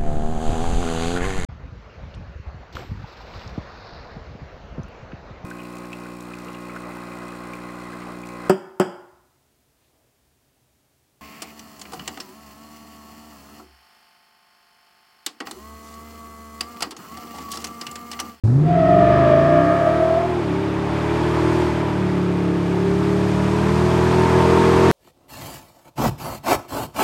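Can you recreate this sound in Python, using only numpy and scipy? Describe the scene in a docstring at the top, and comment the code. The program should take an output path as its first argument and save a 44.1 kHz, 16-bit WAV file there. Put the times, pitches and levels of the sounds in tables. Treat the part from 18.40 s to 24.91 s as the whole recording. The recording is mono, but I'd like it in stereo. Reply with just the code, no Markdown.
"""A V8 pickup does a burnout on a country road among trees, with dull echoes from the trunks.
The engine opens with a low-rev boom and climbs: the exhaust drones on the orders of the engine cycle,
through pipes that warm up, and puffs rough gas at every firing. Almost at once the rear tyres break
loose and squeal in stick-slip; by two seconds they have melted into a smoky hiss.
From about four seconds the truck rolls closer, and exhaust and hiss swell to the end."""
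import sys
import numpy as np
from scipy import signal
from scipy.fft import rfft, irfft, next_fast_len
from scipy.io import wavfile

SR = 44100
rng = np.random.default_rng(int(sys.argv[2]) if len(sys.argv) > 2 else 0)


def log_audio(samples):
    """Write samples as a 16-bit WAV file to the path given in sys.argv[1]."""
    # one column per channel
    frames = np.atleast_2d(samples).T
    # limit to full scale, then quantise
    limited = np.clip(frames, -1, 1)
    pcm = np.round(limited * 32767).astype(np.int16)
    wavfile.write(sys.argv[1], SR, pcm)


N = 287267
TIME = np.arange(N) / SR
LOW_END_APPROACH = 1.34   # dB the low end gains for each dB of approach


def from_db(db):
    """Decibels to gain."""
    return np.exp(np.asarray(db) * (np.log(10) / 20))


def rms_one(x):
    """Scale to unit power."""
    return x / np.sqrt(np.mean(x ** 2) + 1e-20)


def in_time(rows):
    """Each column of an automation curve, sample by sample."""
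    times, *columns = np.transpose(rows)
    return [np.interp(TIME, times, column) for column in columns]


def at_hz(points, hz):
    """Read a spectrum on a log-frequency axis."""
    freqs, values = np.transpose(points)
    return np.interp(np.log(hz), np.log(freqs), values)


def bump(middle, length):
    """A flat-topped swell of height 1."""
    away = np.minimum((2 * (TIME - middle) / length) ** 2, 9)
    return np.exp(-away * away)


def drift(rate_hz):
    """Smooth random wandering of spread 1."""
    hop, settle = 40, 2000
    pole = np.exp(-2 * np.pi * rate_hz * hop / SR)
    white = rng.standard_normal(N // hop + settle + 2)
    slow = signal.lfilter([1], [1, -2 * pole, pole * pole], white)[settle:]
    return np.interp(np.arange(N) / hop, np.arange(len(slow)), rms_one(slow))


def turbulence(spectrum, patchy_db):
    """Half-octave bands of stereo noise, each flickering on its own by patchy_db; rms 1."""
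    # stereo image of the noise: f/Hz, left-right correlation
    likeness = [(30, .98), (200, .995), (600, 0.72), (1300, 0.93), (2300, 1), (3600, 0.8), (6000, 1),
                (8500, 1), (12000, 0.76)]
    out, edges = 0, 20 * 2 ** np.arange(0, 9.6, .5)
    white = rng.standard_normal((2, 2, N))
    for k, (low, high) in enumerate(zip(edges, edges[1:])):
        if high < spectrum[0][0] or low > spectrum[-1][0]:
            continue
        band = signal.butter(2, [low, high], "band", fs=SR, output="sos")
        mid, side = signal.sosfilt(band, white[k % 2])
        hz = np.sqrt(low * high)
        alike = at_hz(likeness, hz)
        gain = from_db(at_hz(spectrum, hz) + patchy_db * drift(35))
        out = out + gain * (np.sqrt(1 + alike) * mid + np.sqrt(1 - alike) * side * [[1], [-1]])
    return rms_one(out)


def approach_db(distance_m, roll_s, accel_m_per_s2):
    """Gain as the truck, standing at first, creeps closer ever faster."""
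    travelled_m = .5 * accel_m_per_s2 * np.maximum(TIME - roll_s, 0) ** 2
    return 20 * np.log10(distance_m / np.maximum(distance_m - travelled_m, 1))


def tree_echoes(x, t60_s, dull_hz):
    """Trunks scatter many faint dull echoes, different ones to each side."""
    echoes = np.zeros((2, N))
    for k, delay_s in enumerate(rng.uniform(.03, .35, 48)):
        lag = int(delay_s * SR)
        echoes[k % 2, lag:] += rng.choice([-1, 1]) * from_db(-60 * delay_s / t60_s) * x[:N - lag]
    return signal.sosfilt(signal.butter(1, [250, dull_hz], "band", fs=SR, output="sos"), echoes) / 2


def tyre_smoke(effort_db, near_db, grit_db):
    """Hot tread scrubs over the asphalt and sprays fine grit, hissing more as it melts."""
    # colours of the scrub and of the hiss: f/Hz, relative level/dB
    scrub_colour = [(500, -14), (1000, 6), (1700, 3), (2500, 5.5), (3400, -4.5), (4600, -9.5),
                    (7000, -33.5), (12000, -43)]
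    hiss_colour = [(1800, -31), (3500, 1.5), (4700, 2), (6500, -2.5), (8700, -4.5), (12000, -7.5),
                   (14000, -16.5)]
    # fader ride on the hiss of melting rubber: t/s, level/dB
    hiss_ride = [(0.05, -53), (0.2, -56), (0.8, -53), (1.4, -50), (2.35, -52), (2.6, -48.5), (3.2, -43.5),
                 (3.45, -50), (4.1, -51), (4.6, -46.5), (5.7, -40.5), (6.5, -38)]
    hiss_db, = in_time(hiss_ride)
    break_loose_s, rise_s = .17, .13
    spinning = np.clip((TIME - break_loose_s) / rise_s, 0, 1)
    scrub_db = -37 + 0.68 * effort_db + near_db
    scrub = spinning * from_db(scrub_db) * turbulence(scrub_colour, patchy_db=1.0)
    hiss = from_db(hiss_db + 0.5) * turbulence(hiss_colour, patchy_db=0.0)
    return (scrub + hiss) * from_db(grit_db * drift(220))


def rubber_mode(curve, waver, flutter_db):
    """One self-excited vibration of a slipping tyre: its phase and its tone."""
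    hz, level_db = in_time(curve)
    first, last = curve[0][0], curve[-1][0]
    gate = np.interp(TIME, [first - .02, first + .02, last - .05, last + .05], [0, 1, 1, 0])
    phase = 2 * np.pi * np.cumsum(hz * (1 + waver * drift(75.5))) / SR
    return phase, np.sqrt(2) * gate * from_db(level_db + flutter_db * drift(46)) * np.sin(phase)


def tyre_squeal(ragged_rad):
    """Both tyres sing and beat together; the slipping rubber mixes their modes into ragged overtones."""
    # squeal of each rear tyre, and a lower tread mode: t/s, f/Hz, level/dB
    curve_a = [(0.22, 700.0, -43), (0.3, 701.0, -18), (0.42, 697.0, -23.5), (0.499, 694.0, -15.5),
               (0.801, 677.0, -16.5), (0.98, 658.0, -17), (1.12, 674.0, -17), (1.5, 681.0, -20.5),
               (1.701, 692.0, -26.5), (1.85, 710.0, -29.5), (1.95, 700.0, -35)]
    curve_b = [(0.28, 658.3, -35), (0.4, 656.7, -16.5), (0.68, 620.7, -19), (0.95, 611.6, -16.5),
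               (1.32, 619.0, -22), (1.55, 639.0, -18), (1.76, 659.6, -17.5), (1.86, 693, -26.5),
               (1.95, 680, -38)]
    curve_tread = [(0.38, 637.6, -33), (0.62, 582, -34), (0.9, 549, -32), (1.65, 532.7, -35),
                   (1.85, 555.0, -45)]
    # overtones and sum tones: multiple of tyre A, of tyre B, of the tread mode, relative level/dB
    partials = [(2, 0, 0, -9), (0, 2, 0, 0), (0, 1, 1, -3), (0, 0, 2, -10), (0, 0, 3, -7), (0, 1, 2, -11),
                (0, 2, 1, -11), (0, 3, 0, -11), (0, 1, 3, -17), (0, 2, 2, -19), (0, 3, 2, -23)]
    # how hard the rubber sticks and slips, riding the overtones: t/s, level/dB
    slip = [(0.22, -62), (0.35, -39), (0.5, -33.5), (0.75, -30), (1.0, -31), (1.3, -29.5), (1.55, -34),
            (1.8, -41), (2.0, -65)]
    # tyre B's main squeal tone fades out briefly: t/s, gain/dB
    dips = [(0.805, -11), (1.04, -12), (1.26, -10), (1.38, -7), (1.56, -7.5)]
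    phase_a, tyre_a = rubber_mode(curve_a, waver=0.0062, flutter_db=1.34)
    phase_b, tyre_b = rubber_mode(curve_b, waver=0.00816, flutter_db=1.5)
    phase_tread, tread = rubber_mode(curve_tread, waver=.013, flutter_db=2.5)
    phases = np.array([phase_a, phase_b, phase_tread])
    overtones = 0
    for *multiples, db in partials:
        jitter = ragged_rad * (sum(multiples) - 1) * drift(48)   # higher overtones are more ragged
        overtones += from_db(db) * np.sin(np.array(multiples) @ phases + jitter)
    slip_db, = in_time(slip)
    slip_gain = np.sqrt(2) * from_db(slip_db) * (TIME < slip[-1][0])
    dip_db = sum(db * bump(middle_s, length=0.082) for middle_s, db in dips)
    return tyre_a + from_db(dip_db) * tyre_b + tread + slip_gain * overtones


def lugging_db(cycle_hz):
    """Boom of the engine pulling at low revs; it dies as they rise."""
    boom_db, full_hz, gone_hz = 20.5, 17, 29.8
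    return boom_db * np.clip((gone_hz - cycle_hz) / (gone_hz - full_hz), 0, 1)


def exhaust_gas(cycle_hz, angle, effort_db, near_db, puff_depth):
    """Turbulent gas leaves the tailpipes in puffs, one a firing, loping with the uneven banks."""
    # colours of the low rumble and of the midrange rasp: f/Hz, relative level/dB
    rumble_colour = [(25, -39), (45, -13), (75, -1.5), (135, -9.5), (220, -9.5), (300, 6), (420, -0.5),
                     (520, -9), (750, -11.5), (1200, -54)]
    rasp_colour = [(250, -33), (450, -3.5), (600, -0.5), (760, 1), (950, 2.5), (1300, -1.5), (1800, -9.5),
                   (2600, -18), (4000, -40), (9000, -52)]
    beat = .6 * np.cos(8 * angle) + .5 * np.cos(3 * angle) + .4 * np.cos(angle)
    puffs = rms_one(np.exp(puff_depth * beat))
    rumble_db = -33.5 + 0.36 * effort_db + 0.38 * lugging_db(cycle_hz) + LOW_END_APPROACH * near_db
    rasp_db = -31 + 0.9 * effort_db + near_db
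    rumble = from_db(rumble_db) * turbulence(rumble_colour, patchy_db=2.5)
    rasp = from_db(rasp_db) * turbulence(rasp_colour, patchy_db=1.23)
    return puffs * (rumble + rasp)


def pipe_lag(order):
    """Phase lag in the pipes: a smeared thump, then a late, inverted ring whose top orders scatter."""
    thump_top, ring_top = 5, 10   # orders
    smear_turns, late_turns, scatter_turns = 0.057, 0.2608, .43
    if order <= thump_top:
        return 2 * np.pi * smear_turns * (thump_top - 1 - order) ** 2
    turns = late_turns * (order - thump_top) + scatter_turns * max(order - ring_top, 0) ** 2
    return np.pi + 2 * np.pi * turns


def exhaust_drone(cycle_hz, angle, effort_db, near_db):
    """Each order of the engine cycle swells and fades as it slides through the pipe resonances."""
    # uneven firing of the two banks: order (multiple of the cycle rate), relative level/dB
    orders = [(2, 0.1), (3, 1.2), (4, -2), (5, 0.8), (6, -0.5), (7, -6), (8, 0.65), (9, 4), (10, -3.5),
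              (11, 3.5), (12, -7.5), (13, 1.5), (14, -2), (15, -0.7), (16, 1.1), (17, -0.5), (18, 1),
              (19, 1), (20, -1.5), (21, 3), (22, 4.5), (23, -6), (24, 1), (25, -2.5), (26, 2.5)]
    # response of pipes and muffler: f/Hz, gain/dB
    pipe = [(35.0, -41.5), (55.0, -14.5), (78.0, 0), (125.0, 2.3), (150.0, 6.5), (180.0, 2), (220.0, -6.5),
            (298.0, 2), (330.0, -0.5), (356.0, 3), (385.0, 0.3), (450.0, -7), (510.0, -26), (610.0, -13),
            (730.0, -34.5), (870.0, -18.5), (1050.0, -21)]
    # single orders swell or fade for a while: middle t/s, length/s, order, gain/dB
    swells = [(0.35, 0.6, 7, 5.5), (0.4, 0.61, 11, -11), (0.5, 0.81, 9, -9), (0.522, 0.46, 13, 5.5),
              (0.598, 1, 4, -13.5), (0.92, 0.96, 5, 4.5), (1.244, 0.21, 9, 6.5), (1.864, 0.31, 5, -8),
              (1.9, 0.64, 22, -8), (2.125, 0.13, 5, 2.5), (2.46, 0.8, 10, -16), (3.1, 0.78, 5, -6.5),
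              (3.11, 0.43, 9, 2.5), (3.163, 0.34, 8, 7.5), (3.4, 0.74, 11, -2.5), (3.946, 0.9, 10, 4.5),
              (4.4, 2.5, 5, 7), (4.625, 0.44, 11, 4), (5.006, 0.66, 10, -19), (5.342, 0.25, 9, 1),
              (5.603, 1.1, 8, -5.5), (5.997, 0.6, 22, 5), (6.35, 0.63, 11, 4.5)]
    # fader ride on the bass, orders two to four: t/s, gain/dB
    bass_ride = [(0.3, 5), (1.0, -0.5), (2.3, -2.5), (3.0, 0.5), (4.2, -0.5), (5.4, 2.5), (5.95, 0),
                 (6.4, -3.5)]
    body_db = -32 + 0.41 * effort_db + LOW_END_APPROACH * near_db
    bass_db = body_db + in_time(bass_ride)[0]
    growl_db = -24.5 + .55 * effort_db + 10.5 * np.log2(cycle_hz / 37.7) + near_db   # grows with revs
    # the firing beat booms at low revs and drives its own octave
    firing_db = body_db + lugging_db(cycle_hz)
    booming_db = {8: firing_db, 16: np.maximum(growl_db, firing_db - 10.5)}
    # the resonances rise as the gas heats up
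    warming_per_s, in_tune_s = 0.015, 3.0
    tuning = 1 + warming_per_s * (TIME - in_tune_s)
    drone = 0
    for order, order_db in orders:
        register_db = bass_db if order < 5 else body_db if order < 14 else growl_db
        level_db = booming_db.get(order, register_db) + order_db
        swell_db = sum(db * bump(t, length) for t, length, which, db in swells if which == order)
        if 5 < order < 14:   # the middle orders also fade in and out slowly, each on its own
            swell_db += 1.23 * drift(3.15)
        pipe_db = at_hz(pipe, order * cycle_hz / tuning)
        # combustion varies from cycle to cycle, which blurs the high orders most
        blur = 0.12 + 0.39 * (order / len(orders)) ** 3
        phase = order * angle - pipe_lag(order) + blur * drift(19)
        drone += from_db(level_db + swell_db + pipe_db) * (1 + blur * drift(8.6)) * np.sin(phase)
    flutter = from_db(-0.16 * drift(45))
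    return np.sqrt(2) * drone * flutter


def scene():
    """Exhaust, squeal and their echoes sit slightly left of centre, over the scrub and hiss."""
    # engine speed in four-stroke cycles, eight firings each: t/s, f/Hz
    speed = [(0.03, 12.4), (0.2, 18.3), (0.3, 20.5), (0.6, 23.2), (1, 28.1), (1.45, 36.8), (1.82, 41.7),
             (2, 38.9), (2.11, 33.6), (2.2, 35.7), (2.3, 35.3), (2.9, 39.2), (3.17, 40.0), (3.8, 35.8),
             (4.25, 34.9), (4.6, 36.4), (5.1, 37.7), (5.35, 39.8), (5.8, 41.2), (6.51, 42.3)]
    # power put into the spinning wheels: t/s, level/dB
    effort = [(0.05, -15.5), (0.22, -10.5), (0.31, -5.5), (0.5, -4), (0.75, 2), (1.4, -3), (2.35, -2),
              (2.8, 3), (3.2, 2.5), (3.6, -2), (4.1, -4), (5, -0.9), (5.7, 2.5), (6.5, 2.5)]
    cycle_hz, = in_time(speed)
    effort_db, = in_time(effort)
    near_db = approach_db(distance_m=22.4, roll_s=3.736, accel_m_per_s2=2.93)
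    angle = 2 * np.pi * np.cumsum(cycle_hz) / SR
    tones = exhaust_drone(cycle_hz, angle, effort_db, near_db) + tyre_squeal(ragged_rad=0.61)
    gas = exhaust_gas(cycle_hz, angle, effort_db, near_db, puff_depth=0.27)
    echoes = from_db(-16.5) * tree_echoes(tones, t60_s=2.0, dull_hz=2500)
    pan = from_db([[.7], [-.7]])
    return (tones + gas + echoes) * pan + tyre_smoke(effort_db, near_db, grit_db=0.4)


def record(dry):
    """The sound opens abruptly; two microphone ports part in phase near the top, which is then cut."""
    # phase lag of the left port in the high treble: f/Hz, lag/turns
    port_lag = [(8700, 0), (10200, .5), (11700, 1)]
    start_s, fade_s, cutoff_hz = .036, .004, 11900
    left, right = dry * np.clip((TIME - start_s) / fade_s, 0, 1)
    size = next_fast_len(2 * N)
    turns = np.interp(np.fft.rfftfreq(size, 1 / SR), *np.transpose(port_lag))
    left = irfft(rfft(left, size) * np.exp(-2j * np.pi * turns), size)[:N]
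    high_cut = signal.ellip(10, .3, 80, cutoff_hz, fs=SR, output="sos")
    return signal.sosfilt(high_cut, [left, right])


dry = scene()
out = record(dry)
log_audio(out)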